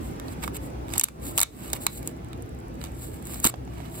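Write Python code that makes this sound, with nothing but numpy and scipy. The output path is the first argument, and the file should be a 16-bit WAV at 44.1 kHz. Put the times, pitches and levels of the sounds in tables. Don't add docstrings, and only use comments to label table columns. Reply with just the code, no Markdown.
import sys
import numpy as np
from scipy import signal
from scipy.fft import rfft, irfft, next_fast_len
from scipy.io import wavfile
from scipy.ndimage import uniform_filter1d, minimum_filter1d, map_coordinates

SR = 44100
rng = np.random.default_rng(int(sys.argv[2]) if len(sys.argv) > 2 else 0)


def master(y):
    cut = np.clip(np.atleast_2d(y).T, -1, 1)
    pcm = np.round(cut * 32767)
    wavfile.write(sys.argv[1], SR, pcm.astype(np.int16))


N = 4 * SR

# frequency in Hz, relative density in dB.
ROOM_SPECTRUM = [(15, -48), (25, -29), (53, 3), (170, -9.5), (260, -6), (600, -17), (800, -17),
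                 (1270, -26.5), (2010, -31), (3530, -38.5), (15500, -49)]
# time in seconds, relative level in dB.
ROOM_LEVEL = [(0, -34), (.4, -35), (.8, -36), (1.2, -35), (2.1, -38.5), (3, -38.5), (4, -39.5)]
# frequency in Hz, left-right correlation.
ROOM_CORRELATION = [(60, 0.96), (150, 0.77), (380, 0.19), (950, -0.76), (2380, 0.23), (5980, -0.4),
                    (15000, 0.016)]
# frequency in Hz, level in dB.
HUM_TONES = [(64, -47.5), (120, -48.5), (156, -53), (261, -55.5), (331, -54)]
# frequency in Hz, T60 in seconds.
WALL_T60 = [(200, 0.11), (3000, 0.19), (8000, 0.27), (15000, 0.16)]
# frequency in Hz, left minus right in dB.
ROOM_PAN = [(100, 1.5), (300, -2.5), (1500, -1), (6000, -0.5)]
BODY_PAN = [(200, 1), (600, -1.5), (1100, -38), (2800, -12), (4500, -12.5), (6500, 0.5)]
# frequency in Hz, width in Hz, gain in dB.
CARD_MODES = [(1140, 160, -8), (2200, 120, -8), (2890, 190, -6.5), (3840, 420, -7.5)]
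# frequency in Hz, relative density in dB.
HISS_SPECTRUM = [(1000, -56), (3800, 3.5), (6000, -11.5), (7300, 10.5), (9000, 7), (12000, 6), (15600, 4),
                 (16300, -35)]
RUB_SPECTRUM = [(150, -19), (500, 6.5), (1200, 10.5), (1700, 6.5), (2500, 7), (4000, -1), (6000, -4.5),
                (9000, -19)]
CRACK_SPECTRUM = [(1000, -29), (4500, -23), (6000, -4), (7600, 7.5), (9300, 2), (11500, 2.5), (13500, -2.5),
                  (15500, -2), (16800, -16.5)]
BODY_SPECTRUM = [(100, 3), (350, 2.5), (900, 2), (1700, -2.5), (2400, -2.5), (3100, -3), (3900, -0.5),
                 (5500, -6), (7500, -9.5), (12000, -61)]
# peak time, rise and fall in seconds, hiss and rub in dB.
SLIDES = [(.06, 0.043, 0.066, -51, -63), (.315, 0.041, 0.029, -47.5, -49.5),
          (0.441, 0.015, 0.0071, -37, -34.5), (.475, 0.063, 0.016, -46.5, -67),
          (0.567, 0.021, 0.0076, -37, -42.5), (.65, 0.036, 0.035, -49.5, -71),
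          (.97, 0.066, 0.13, -44, -48.5), (1.28, 0.052, 0.04, -37, -50.5),
          (1.396, 0.033, 0.025, -31.5, -48), (1.439, .014, 0.015, -46, -37),
          (1.68, 0.23, 0.049, -45.5, -50.5), (1.753, 0.024, 0.021, -40, -44.5),
          (1.83, 0.026, 0.026, -39.5, -56), (1.96, 0.061, 0.038, -39.5, -52),
          (2.07, 0.046, 0.039, -48.5, -52.5), (2.83, 0.037, 0.075, -53, -52),
          (3.05, 0.079, 0.049, -44, -59), (3.14, .04, 0.067, -52, -60), (3.335, 0.079, 0.074, -40, -47),
          (3.451, 0.015, 0.019, -22, -39), (3.467, 0.011, 0.0062, -16.5, -27.5),
          (3.496, 0.047, 0.0056, -30, -40), (3.82, 0.11, 0.11, -56, -52),
          (3.984, 0.065, 0.018, -43.5, -53.5)]
# start in seconds, level in dB, pitch in Hz.
KNOCKS = [(.441, -27, 1270), (0.478, -20.5, 1180), (0.96, -26.5, 816), (1.4033, -15.5, 920),
          (1.8659, -12, 860), (3.4436, -16, 1100), (3.452, -15.5, 980), (3.455, -28, 820),
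          (3.453, -11.5, 246), (3.467, -18.5, 320), (3.5403, -24, 725), (3.676, -36, 775),
          (3.803, -34, 730)]
# start and end in seconds, first and last slip in dB.
CREAKS = [(0.8821, 0.977, -40, -31), (2.8394, 2.889, -29.5, -56)]
# start in seconds, crack and body in dB.
TICKS = [(0.1979, -34, -34), (0.282, -47, -39), (.4375, -30, -41), (.4774, -26.5, -48), (0.568, -29, -50),
         (.937, -19, -26), (.958, -29, -33), (0.9772, -30, -29), (1.053, -26, -29), (1.085, -20, -22),
         (1.701, -31, -38), (1.736, -32, -28), (1.975, -28, -46), (2.029, -33, -43), (2.0746, -17, -35),
         (2.246, -42.5, -52), (2.3309, -34.5, -38), (2.423, -35.5, -59), (2.814, -40, -35),
         (3.225, -38, -60), (3.254, -31, -58), (3.27, -28.5, -42), (3.343, -23.5, -37), (3.401, -23, -58)]
# start in seconds, crack and body in dB, length in seconds, flap low cut in Hz.
SNAPS = [(0.9801, -4, -23.5, 0.0028, 1500), (0.9964, 3, -13, 0.0027, 1600), (1.0113, -7, -16, 0.0042, 1100),
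         (1.036, -1.5, -19, 0.0055, 900), (1.0409, 3, -13.5, 0.0015, 750),
         (1.3777, -4.5, -15.5, 0.0017, 298), (1.3834, -4.5, -15, 0.002, 150),
         (1.392, -8.5, -15.5, 0.0024, 450), (1.4034, -2, -23, 0.00099, 150), (1.4139, 2, -8.5, 0.0032, 597),
         (1.4252, -5, -13.5, 0.0019, 800), (1.431, 1.5, -10, 0.0024, 590), (1.7316, -12, -24, 0.003, 400),
         (1.866, -5.5, -12, 0.0021, 120), (3.4428, -7, -19.5, 0.0043, 500),
         (3.4505, -7.5, -27, 0.0032, 200), (3.4712, -7, -22, 0.0022, 700)]


def amp(db):
    return 10 ** (np.asarray(db) / 20)


def unit(x):
    return x / np.sqrt(np.mean(x ** 2) + 1e-20)


def along(points, hz):
    knots_hz, values = np.transpose(points)
    return np.interp(np.log(hz + 1), np.log(knots_hz + 1), values)


def wobble(knots_per_s):
    return map_coordinates(rng.standard_normal(N // 8), [np.arange(N) * knots_per_s / SR], mode="wrap")


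def filtered(x, response):
    size = next_fast_len(N + SR // 2)
    return irfft(rfft(x, size) * response(np.fft.rfftfreq(size, 1 / SR)), size)[..., :N]


def coloured(x, spectrum, size=2048):
    cepstrum = irfft(np.log(amp(along(spectrum, np.fft.rfftfreq(size, 1 / SR)))))
    cepstrum[1:size // 2] *= 2
    cepstrum[size // 2 + 1:] = 0
    impulse = irfft(np.exp(rfft(cepstrum)))
    return signal.fftconvolve(x, impulse / np.linalg.norm(impulse))[:N]


def add(track, start_s, sound):
    i = int(np.clip(round(start_s * SR), 0, N))
    track[i:i + len(sound)] += sound[:N - i]


def strike(t, rise_s, decay_s):
    return np.clip(t / rise_s, 0, 1) * np.exp(-np.maximum(t - rise_s, 0) / decay_s)


def placed(x, right_lag_ms=0, pan=((1, 0),)):
    sides = np.array([[1], [-1]])
    def response(hz):
        gain = amp(sides * along(pan, hz) / 2)
        delay = np.exp(1j * np.pi * sides * hz * right_lag_ms / 1000)
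        return gain / np.sqrt(np.mean(gain ** 2, 0)) * delay
    return filtered(x, response)


def ventilation(patch_db=2.5, bass_db=-41, bass_hz=110, gain_db=1):
    def mid_side(hz):
        angle = np.arccos(np.clip(along(ROOM_CORRELATION, hz), -1, 1)) / 2
        return amp(along(ROOM_SPECTRUM, hz)) * np.array([np.cos(angle), np.sin(angle)])
    bins = signal.stft(rng.standard_normal((2, N)), nperseg=2048)[2]
    patches = uniform_filter1d(rng.standard_normal(bins.shape[1:]), size=3, axis=0)
    patches = unit(uniform_filter1d(patches, size=5, axis=1))
    noise = signal.istft(bins * amp(patch_db * patches), nperseg=2048)[1][:, :N]
    mid, side = filtered(noise, mid_side)
    air = unit(np.array([mid + side, mid - side]))
    bass = filtered(air, lambda hz: 1 / (1 + (hz / bass_hz) ** 4))
    upper_db = np.interp(np.arange(N) / SR, *np.transpose(ROOM_LEVEL))
    return amp(gain_db) * (amp(bass_db) * bass + amp(upper_db) * (air - bass))


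def machine_hum(waver_db=3.5, drift_rad=1.26):
    t, hum = np.arange(N) / SR, np.zeros(N)
    for hz, db in HUM_TONES:
        peak = np.sqrt(2) * amp(db + waver_db * wobble(6))
        hum += peak * np.sin(2 * np.pi * hz * t + drift_rad * wobble(5.9))
    return hum


def echoes(x, wall_db, desk_db):
    hz, frame_s, bins = signal.stft(rng.standard_normal((2, SR // 3)), SR, nperseg=256)
    decay = amp(-60 * frame_s / along(WALL_T60, hz)[:, None])
    tail = signal.istft(bins * decay, SR, nperseg=256)[1]
    t = np.arange(tail.shape[1]) / SR
    desk = rng.standard_normal(tail.shape) * strike(t, rise_s=0.0028, decay_s=0.0013)
    tail *= amp(wall_db) / np.linalg.norm(tail[0])
    desk *= amp(desk_db) / np.linalg.norm(desk[0])
    return signal.fftconvolve(x[None], tail + desk, axes=1)[:, :N]


def card_ring(x):
    def response(hz):
        return 1 + sum(amp(db) * 1j * hz * width_hz / (mode_hz ** 2 - hz ** 2 + 1j * hz * width_hz)
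                       for mode_hz, width_hz, db in CARD_MODES)
    return filtered(x, response)


def slides(grains_per_s=840, catches_per_s=150, catch_db=-9.5):
    t, hiss_power, rub_power = np.arange(N) / SR, np.zeros(N), np.zeros(N)
    for peak_s, rise_s, fall_s, hiss_db, rub_db in SLIDES:
        swell = np.exp(-2 * ((t - peak_s) / np.where(t < peak_s, rise_s, fall_s)) ** 2)
        hiss_power += amp(hiss_db) ** 2 * swell
        rub_power += amp(rub_db) ** 2 * swell
    flutter = wobble(grains_per_s) + 0.59 * wobble(90)
    caught = rng.random(N) < catches_per_s / SR
    catches = amp(catch_db) * unit(caught * rng.uniform(-1.13, 1, N))
    def grain(depth_db):
        return unit(unit(amp(depth_db * flutter) * rng.standard_normal(N)) + catches)
    hiss = coloured(np.sqrt(hiss_power) * grain(depth_db=2.5), HISS_SPECTRUM)
    rub = coloured(np.sqrt(rub_power) * grain(depth_db=3), RUB_SPECTRUM)
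    return hiss, rub


def knocks(rise_s=0.00054, decay_at_1khz_s=0.002, scuff_db=-7):
    ring, scuff, t = np.zeros(N), np.zeros(N), np.arange(SR // 16) / SR
    for start_s, db, hz in KNOCKS:
        envelope = amp(db) * strike(t, rise_s, decay_at_1khz_s * np.sqrt(1000 / hz))
        add(ring, start_s, envelope * np.sin(2 * np.pi * hz * t))
        add(scuff, start_s, envelope * rng.standard_normal(len(t)))
    return ring + amp(scuff_db) * coloured(scuff, RUB_SPECTRUM)


def fibre_ticks(per_s=12, crack_db=-46.5):
    times_s = rng.random(200)[:int(per_s * N / SR)] * N / SR
    return [(start_s, crack_db, -np.inf) for start_s in times_s]


def creaks(gap_s=0.0103, jitter_s=0.00074, body_offset_db=-1.5):
    rows = []
    for start_s, end_s, first_db, last_db in CREAKS:
        for slip_s, draw in zip(np.arange(start_s, end_s, gap_s), rng.standard_normal(20)):
            db = np.interp(slip_s, [start_s, end_s], [first_db, last_db])
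            rows.append((slip_s + jitter_s * draw, db, db + body_offset_db))
    return rows


def stray_fibres(per_snap=4, scatter_s=0.0043, offset_db=-36):
    return [(start_s + scatter_s * draw, crack_db + offset_db, body_db + offset_db)
            for start_s, crack_db, body_db, *_ in SNAPS for draw in rng.standard_normal(per_snap)]


def snaps_and_ticks(tick_s=0.0017, tick_low_hz=350, lead_s=0.008):
    body_rise_s, body_decay_s = 0.0013, 0.00065
    crack, body, t = np.zeros(N), np.zeros(N), np.arange(SR // 32) / SR - lead_s
    faint_ticks = fibre_ticks()
    ticks = [(*row, tick_s, tick_low_hz) for row in TICKS + stray_fibres() + creaks() + faint_ticks]
    lead_in = amp(-46) * np.exp(-np.abs(t) / 0.00057)
    for start_s, crack_db, body_db, length_s, low_hz in SNAPS + ticks:
        noise = np.sign(rng.standard_normal((2, len(t))))
        burst = strike(t, rise_s=0.00028, decay_s=0.49 * length_s)
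        buzz = np.clip(t / body_rise_s, 0, 1) * np.exp(-np.maximum(t - length_s, 0) / body_decay_s)
        low_cut = signal.butter(2, low_hz, "high", fs=SR)
        flap = signal.lfilter(*low_cut, (lead_in + buzz) * noise[1])
        add(crack, start_s - lead_s, amp(crack_db) * (lead_in + burst) * noise[0])
        add(body, start_s - lead_s, amp(body_db) * flap)
    return coloured(crack, CRACK_SPECTRUM), coloured(body, BODY_SPECTRUM)


def scene():
    crack, body = snaps_and_ticks()
    hiss, rub = slides()
    treble = crack + hiss
    card = card_ring(body + rub) + knocks()
    direct = placed(treble, right_lag_ms=0.304) * [[1], [-1]]
    direct += placed(card, right_lag_ms=-0.423, pan=BODY_PAN)
    wet = echoes(treble, wall_db=-28.5, desk_db=-16.5) + echoes(card, wall_db=-14, desk_db=-9)
    room = placed(ventilation() + machine_hum(), pan=ROOM_PAN)
    return room + wet + direct


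def record(dry, ceiling_db=-11, hold_s=0.082, release_db_per_s=81, top_hz=16700):
    power = uniform_filter1d(np.mean(dry ** 2, 0), size=44)
    level_db = 10 * np.log10(np.abs(power) + 1e-12)
    hold = int(hold_s * SR)
    held_db = minimum_filter1d(np.minimum(ceiling_db - level_db, 0), hold, origin=(hold - 1) // 2)
    release_db = release_db_per_s * np.arange(N) / SR
    gain_db = np.minimum.accumulate(held_db - release_db) + release_db
    gain_db = uniform_filter1d(minimum_filter1d(gain_db, size=60), size=60)
    return filtered(dry * amp(gain_db), lambda hz: hz < top_hz)


dry = scene()
out = record(dry)
master(out)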